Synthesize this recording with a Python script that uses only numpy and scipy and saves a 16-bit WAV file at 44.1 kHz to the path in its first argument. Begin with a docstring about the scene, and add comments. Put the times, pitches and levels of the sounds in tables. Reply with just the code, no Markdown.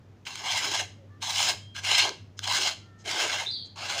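"""A plate turned on a stone counter

A hand turns a ceramic plate of food in six short pushes. Its unglazed foot sticks and slips,
making tiny impacts that set the plate grinding and ringing. It catches on grit, clicks on the
counter and once slips into a squeak. The handling makes soft, low thumps, and faint hisses and
tones come between the pushes. A small hard room answers, over soft hiss and a low wavering hum."""
import sys
import numpy as np
from scipy import signal
from scipy.fft import rfft, irfft
from scipy.io import wavfile
from scipy.ndimage import uniform_filter1d

SR = 44100
rng = np.random.default_rng(int(sys.argv[2]) if len(sys.argv) > 2 else 0)


def store_pcm(level_fs):
    """Save levels as 16-bit WAV."""
    pcm = np.round(np.clip(level_fs, -1, 1) * 32767).astype(np.int16)
    wavfile.write(sys.argv[1], SR, np.atleast_2d(pcm).T)


N = 176400
T = np.arange(N) / SR

# how the grinding rises and falls, one table per push: t/s, relative level/dB
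PUSH_GRIND = [
    [(0.253, -46), (0.27, -37), (0.3, -40.5), (0.43, -40), (0.46, -30), (0.495, -31.5), (0.522, -25.5),
     (0.545, -30.5), (0.575, -24), (0.62, -33), (0.65, -25), (0.695, -32.5), (0.755, -25.5), (0.77, -31.5),
     (0.8, -26), (0.86, -49.5)],
    [(1.205, -64), (1.225, -32), (1.26, -35), (1.305, -29.5), (1.335, -31.5), (1.37, -27), (1.43, -24.5),
     (1.47, -25.5), (1.497, -19.5), (1.55, -50)],
    [(1.745, -49), (1.762, -36.5), (1.795, -33.5), (1.812, -54), (1.85, -26.5), (1.885, -27),
     (1.912, -20.5), (1.93, -22), (1.973, -23.5), (1.986, -18), (2.055, -28), (2.085, -34.5), (2.11, -51)],
    [(2.415, -57), (2.44, -29.5), (2.465, -37), (2.48, -30), (2.51, -26.5), (2.525, -27), (2.565, -21.5),
     (2.595, -27.5), (2.63, -22.5), (2.65, -28), (2.68, -23.5), (2.74, -43)],
    [(3.04, -61), (3.06, -38), (3.101, -27.5), (3.15, -31), (3.227, -24), (3.275, -31.5), (3.339, -29),
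     (3.384, -35), (3.409, -31.5), (3.45, -38), (3.53, -65)],
    [(3.757, -51), (3.772, -43.5), (3.858, -34), (3.878, -35), (3.903, -30), (3.955, -31.5), (3.98, -30),
     (3.998, -26)],
]
# the deeper layers, one table per push: t/s, relative hollow level/dB, relative rumble level/dB
PUSH_BODY = [
    [(0.245, -88, -77), (0.283, -41, -69), (0.375, -55, -57), (0.462, -31, -50), (0.53, -40.5, -82),
     (0.562, -28.5, -70), (0.59, -40, -60), (0.669, -34, -39), (0.72, -41, -40), (0.748, -24, -49),
     (0.77, -37.5, -52), (0.823, -35.5, -51), (0.88, -97, -58)],
    [(1.205, -84, -73), (1.233, -30.5, -68), (1.261, -56, -80), (1.281, -35, -64), (1.309, -35.5, -85),
     (1.335, -38, -72), (1.381, -39, -61), (1.43, -31, -54), (1.46, -36, -54), (1.5, -31, -47),
     (1.57, -53, -52)],
    [(1.735, -85, -66), (1.781, -48, -73), (1.81, -48, -67), (1.87, -38.5, -52), (1.919, -32, -41),
     (1.961, -42, -53), (1.991, -25.5, -63), (2.023, -42, -44), (2.055, -28.5, -31.5), (2.09, -35, -40),
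     (2.12, -62, -37.5)],
    [(2.415, -64, -59.5), (2.435, -49, -64), (2.453, -46, -72), (2.482, -33, -61), (2.53, -31.5, -48),
     (2.641, -40.5, -39), (2.661, -34, -52), (2.739, -43.5, -62.5), (2.76, -66, -73)],
    [(3.035, -72, -55), (3.073, -36.5, -41.5), (3.169, -38, -46), (3.253, -35.5, -32), (3.327, -42, -44),
     (3.339, -28, -53), (3.377, -46, -45.5), (3.427, -31, -85), (3.48, -60, -40)],
    [(3.745, -85, -64), (3.767, -37.5, -68), (3.809, -40, -50), (3.871, -40, -49), (3.889, -32.5, -46),
     (3.943, -39.5, -53), (3.977, -37, -54), (4.0, -46, -55)],
]
# the grip in each push: treble tilt/(dB per octave), first hollow f/Hz, last hollow f/Hz,
# resonance strength/factor, f/Hz favoured by the contact point, its boost/dB
PUSH_GRIP = [(-0.33, 940, 727, 0.99, 2050, 1), (0.6, 1000, 706, 0.79, 1900, 0.5),
             (-1, 710, 810, 0.9, 4000, 3.5), (-0.4, 810, 670, 0.86, 4300, 5), (-1, 720, 685, .7, 1600, 3.5),
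             (-1.8, 790, 520, 0.64, 4400, 6)]
# overall tone of the grinding: f/Hz, relative level/dB
GRIND_SPECTRUM = [(100, -58.5), (600, -19.5), (1000, -10), (1250, -5.5), (1850, -8), (2700, -2),
                  (3500, -2.5), (4600, -5), (7000, -5), (7900, -11.5), (10000, -19.5), (12000, -28.5),
                  (13800, -33), (15000, -18.5), (16000, -30.5)]
# the plate's resonances, the pitches it likes to ring at: f/Hz, width/Hz, boost at strength 1/dB
PLATE_MODES = [(980, 130, 2.5), (1585, 217, 11.5), (2106, 230, 11), (2300, 170, 4.5), (2780, 280, 6),
               (3180, 360, 8), (3972, 180, 7.5), (4215, 160, 7), (5150, 396, 9), (6180, 290, 5),
               (6610, 310, 5)]
# the foot catches on grit: t/s, peak level/dB, rise time/s, treble tilt/(dB per octave)
GRIT_CATCHES = [(0.266, -27.5, 0.003, -5.5), (0.356, -23, 0.00051, 1.5), (1.401, -20, .0006, 1),
                (1.4186, -18, .0008, 3), (1.7632, -26.5, .0015, -2), (1.982, -16, 0.0022, 6),
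                (2.0923, -16.5, 0.00044, -3.5), (2.4754, -16.5, 0.00085, -1.5), (2.522, -16.5, 0.0017, 1),
                (2.6553, -20, .0008, 1)]
# squeals from several points of the foot: t/s, length/s, first f/Hz, last f/Hz, warble/Hz, level/dB
FOOT_SQUEALS = [(3.1, 0.03, 4500, 5050, 160, -40), (3.46, 0.019, 3580, 3660, 40, -30.5),
                (3.46, 0.08, 3920, 4230, 70, -34.5), (3.506, 0.056, 4740, 4505, 95, -34),
                (3.528, 0.05, 4200, 3400, 171, -40.5), (3.57, 0.0906, 4540, 4335, 208, -44),
                (3.55, 0.11, 3330, 3240, 51.8, -55)]
# tone of the click: treble tilt/(dB per octave), resonance strength/factor, favoured f/Hz, boost/dB
CLICK_COLOUR = (1.5, 0.63, 3460, 9.1)
# soft, low handling thumps near 100 Hz: middle t/s, length/s, peak level/dB
LOW_BUMPS = [(0.548, .09, -48), (0.907, .1, -54), (1.375, 0.15, -50), (2.225, 0.085, -46),
             (2.438, 0.34, -49)]
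# faint, high hisses between pushes, the first just before the click: t/s, length/s, level/dB
HIGH_HISSES = [(2.369, 0.029, -52), (2.979, 0.063, -59), (3.643, 0.041, -60.5)]
# the plate sings after the second push: t/s, length/s, first f/Hz, last f/Hz, warble/Hz, level/dB
PLATE_NOTE = (1.585, .19, 3205, 3205, 14, -56)
# thin tones in the pauses: t/s, length/s, first f/Hz, last f/Hz, level/dB
FAINT_TONES = [(0.962, 0.12, 565, 542, -60), (1.09, 0.11, 1150, 1200, -65), (1.1, 0.091, 1720, 1780, -65.5),
               (2.75, 0.34, 1404, 1293, -66), (2.85, 0.28, 1815, 1825, -66.5)]
# how long the room's echo takes to fade by 60 dB: f/Hz, fade time/s
ROOM_DECAY = [(200, 0.5), (800, 0.28), (2500, 0.37), (5500, 0.33), (10000, 0.31), (16000, 0.22)]
# slow swell of the hum: t/s, relative level/dB
HUM_LEVELS = [(0, 2), (.5, -6.5), (.82, 6.5), (1.25, 0.5), (1.65, 7), (2.05, 2.5), (2.5, -0.5), (2.75, 0),
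              (4, -0.5)]
# tone of the room's hiss: f/Hz, relative level/dB
AIR_SPECTRUM = [(20, -16), (55, -8.5), (130, 0.5), (250, -4), (500, -13.5), (1000, -21), (2000, -26),
                (3500, -31.5), (6700, -36), (8500, -47.5), (15000, -50)]


def scrape():
    """Friction shakes the plate, the hollow under its foot and a low rumble."""
    grind_db, hollow_db, rumble_db = -0.93, -4.5, -6.5  # added to the tables' levels
    force = moving_contact(friction())
    rumble = unit(cut_lows(band(force, hz=369.5, width_hz=208), hz=240, order=3))
    out = np.zeros(N)
    for push, body, grip in zip(PUSH_GRIND, PUSH_BODY, PUSH_GRIP):
        tilt_db, first_hz, last_hz, strength, favour_hz, favour_db = grip
        hollow_hz = np.interp(T, [push[0][0], push[-1][0]], [first_hz, last_hz])
        hollow = unit(cut_lows(band(force, hollow_hz, width_hz=586), hz=570, order=6))
        response = plate_response(tilt_db, strength, favour_hz, favour_db)
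        grind = unit(signal.oaconvolve(force, response)[:N])
        out += amp(grind_db) * envelope(push, 1) * grind
        out += amp(hollow_db) * envelope(body, 1) * hollow
        out += amp(rumble_db) * envelope(body, 2) * rumble
    return out


def friction(impacts_per_s=12000, spread_db=2.5, chatter_hz=140, chatter_db=1.3):
    """Thousands of tiny impacts, growing stronger and weaker as the foot sticks and slips."""
    sizes = amp(spread_db * np.minimum(rng.exponential(1, N), 4)) * rng.choice([-1, 1], N)
    hits = rng.random(N) < impacts_per_s / SR
    chatter = amp(chatter_db * wander(chatter_hz))
    return unit(sizes * hits * chatter)


def moving_contact(force, patch_db=2.5):
    """The contact point moves, so patches of the sound swell and fade."""
    spectra = signal.stft(force, nperseg=512)[2]
    patches = uniform_filter1d(rng.standard_normal(spectra.shape), size=4, axis=0)  # smooth over pitch
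    patches = unit(uniform_filter1d(patches, size=9, axis=1))  # and over time
    return signal.istft(spectra * amp(patch_db * patches), nperseg=512)[1][:N]


def plate_response(tilt_db=0, strength=1, favour_hz=3000, favour_db=0):
    """The plate's answer to one impact; the grip damps its resonances and the contact favours some."""
    size, favour_width_hz = 4096, 660
    hz = abs(np.fft.fftfreq(size, 1 / SR))
    db = value_at(GRIND_SPECTRUM, hz) + tilt_db * np.log2(np.maximum(hz, 1000) / 3500)
    db += strength * sum(boost * .5 ** ((2 * (hz - f) / width) ** 2) for f, width, boost in PLATE_MODES)
    db += favour_db / (1 + (2 * (hz - favour_hz) / favour_width_hz) ** 2)
    spectrum = np.exp(signal.hilbert(np.log(amp(db))).conj())  # minimum phase: starts sharply, fades
    return np.fft.ifft(spectrum).real[:size // 2]


def ring_on(x, level_db=-25.5, fade_s=0.4):
    """The plate's resonances pick up the scraping and ring on, falling 60 dB in fade_s."""
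    width_hz = np.log(1000) / np.pi / fade_s
    return amp(level_db) * sum(resonate(x, hz, width_hz) for hz, _, _ in PLATE_MODES)


def knock(peak_db, rise_s, *colour):
    """A brief burst of impacts strikes the plate; colour sets the tone of its answer."""
    age = T[:SR // 30] / rise_s
    burst = rng.choice([-1., 1.], len(age)) * age * np.exp(-age)
    hit = signal.fftconvolve(burst, plate_response(*colour))
    return amp(peak_db) * hit / abs(hit).max()


def squeak(rasp_db=3.2, rasp_hz=253):
    """The foot slips into a cluster of raspy squeals, which fill the room."""
    out = np.zeros(N)
    for squeal in FOOT_SQUEALS:
        add(out, *whistle(*squeal))
    out *= unit(amp(rasp_db * wander(rasp_hz)))
    return out + room(out, level_db=-1.5)


def whistle(start_s, length_s, first_hz, last_hz, warble_hz, db):
    """A gliding, warbling tone that swells and fades; gives back its start time and its sound."""
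    progress = np.linspace(0, 1, int(length_s * SR))
    warble = warble_hz * wander(rate_hz=253)[:len(progress)]
    pitch_hz = first_hz + (last_hz - first_hz) * progress + warble
    phase = 2 * np.pi * np.cumsum(pitch_hz) / SR
    swell = np.sqrt(2 * abs(np.sin(np.pi * progress)))
    return start_s, amp(db) * swell * (np.sin(phase) + amp(-36) * np.sin(2 * phase))


def click(start_s=2.3914, peak_db=-19.5, rise_s=0.00053):
    """The plate clicks on the counter as the hand takes hold for the fourth push."""
    out = np.zeros(N)
    add(out, start_s, knock(peak_db, rise_s, *CLICK_COLOUR))
    return out + room(out, level_db=-11)


def low_bumps(hz=98.8):
    """Handling makes soft thumps, each a low tone that rises and dies away."""
    bumps = sum(amp(db) * np.cos(np.pi * np.clip((T - middle_s) / length_s, -.5, .5)) ** 2
                for middle_s, length_s, db in LOW_BUMPS)
    return bumps * unit(np.sin(2 * np.pi * hz * T))


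def high_hisses():
    """Short, faint, high hisses with the plate's tone."""
    noise = signal.oaconvolve(rng.standard_normal(N), plate_response())[:N]
    hiss = unit(band(noise, hz=6350, width_hz=4500))
    return hiss * sum(amp(db) * np.sin(np.pi * np.clip((T - start_s) / length_s, 0, 1))
                      for start_s, length_s, db in HIGH_HISSES)


def faint_tones(blur_hz=26):
    """Faint blurred tones in the pauses, and the plate's own singing note."""
    out = np.zeros(N)
    for start_s, length_s, first_hz, last_hz, db in FAINT_TONES:
        add(out, *whistle(start_s, length_s, first_hz, last_hz, blur_hz, db))
    add(out, *whistle(*PLATE_NOTE))
    return out


def room(x, level_db, delay_s=0.0066, cycles_per_s=1.32):
    """A short wash of echoes, each pitch fading at its own speed; it changes as the plate moves."""
    out = np.zeros(N)
    for k in range(4):  # four echo patterns take turns
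        hz, t, spectra = signal.stft(rng.standard_normal(SR // 2), SR, nperseg=256)
        fade = amp(-60 * t / value_at(ROOM_DECAY, hz)[:, None])
        tail = signal.istft(spectra * fade, SR, nperseg=256)[1]
        tail *= T[:len(tail)] > delay_s
        share = np.maximum(np.cos(2 * np.pi * (cycles_per_s * T - k / 4)), 0)
        out += signal.oaconvolve(x * share, tail / np.linalg.norm(tail))[:N]
    return amp(level_db) * out


def hum(hz=98.8, waver_db=0.5):
    """A low wavering tone, blurred by noise near its pitch."""
    blur = unit(band(rng.standard_normal(N), hz, width_hz=21))
    tone = unit(np.sin(2 * np.pi * hz * T) * amp(waver_db * wander(rate_hz=11)))
    swell = amp(np.interp(T, *np.transpose(HUM_LEVELS)))
    return (amp(-59) * blur + amp(-57) * tone) * swell


def air(level_db=-56):
    """The soft, dull, steady hiss of the room."""
    shape = amp(value_at(AIR_SPECTRUM, np.fft.rfftfreq(N, 1 / SR)))
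    return amp(level_db) * unit(irfft(rfft(rng.standard_normal(N)) * shape, N))


def amp(db):
    """Turns decibels into a number to multiply by."""
    return 10 ** (np.asarray(db) / 20)


def unit(x):
    """Scales a signal so its average strength (rms) is 1."""
    return x / np.sqrt(np.mean(x ** 2) + 1e-20)


def value_at(table, hz):
    """Looks up a frequency in a table, blending between rows on a log scale."""
    f, value = np.transpose(table)
    return np.interp(np.log(hz + 1), np.log(f + 1), value)


def envelope(rows, column, ease_s=0.0037):
    """Volume over time from a dB column, eased in and out, silent outside the table."""
    rows = np.array(rows)
    inside = (T >= rows[0, 0]) & (T <= rows[-1, 0])
    gain = amp(np.interp(T, rows[:, 0], rows[:, column])) * inside
    return uniform_filter1d(gain, int(ease_s * SR))


def add(mix, start_s, sound):
    """Mixes a sound in at a given time."""
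    part = mix[round(start_s * SR):][:len(sound)]
    part += sound[:len(part)]


def wander(rate_hz):
    """A smooth random wobble, up to about rate_hz fast, with rms 1."""
    hz = np.fft.rfftfreq(N, 1 / SR)
    return unit(irfft(rfft(rng.standard_normal(N)) * np.exp(-(hz / rate_hz) ** 2), N))


def resonate(x, hz, width_hz):
    """A resonance: lets through the sound near one pitch, which may glide."""
    spin = np.exp(2j * np.pi * np.cumsum(hz * np.ones(len(x))) / SR)
    decay = np.exp(-np.pi * width_hz / SR)
    return 2 * (spin * signal.lfilter([1 - decay], [1, -decay], x / spin + 1e-18)).real


def band(x, hz, width_hz):
    """Two resonances in a row, each width_hz wide, pick out a pitch more sharply."""
    return resonate(resonate(x, hz, width_hz), hz, width_hz)


def cut_lows(x, hz, order):
    """Turns down the sound below hz; a higher order cuts more steeply."""
    return signal.sosfilt(signal.butter(order, hz, "high", fs=SR, output="sos"), x)


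def scene():
    """The scraping plate in its room, with its squeak, its click and the background, in mono."""
    plate = scrape() + high_hisses()
    for start_s, peak_db, rise_s, tilt_db in GRIT_CATCHES:
        add(plate, start_s, knock(peak_db, rise_s, tilt_db))
    plate += ring_on(plate)
    echo = room(plate, level_db=-12)
    return (plate + echo + squeak() + low_bumps() + faint_tones() + air() + hum() + click())[None]


def record(dry):
    """Cuts away the very highest treble."""
    cutoff_hz = 15600
    low_pass = signal.firwin(511, cutoff_hz, window=("kaiser", 9), fs=SR)
    return signal.oaconvolve(dry, low_pass[None], "same")


dry = scene()
out = record(dry)
store_pcm(out)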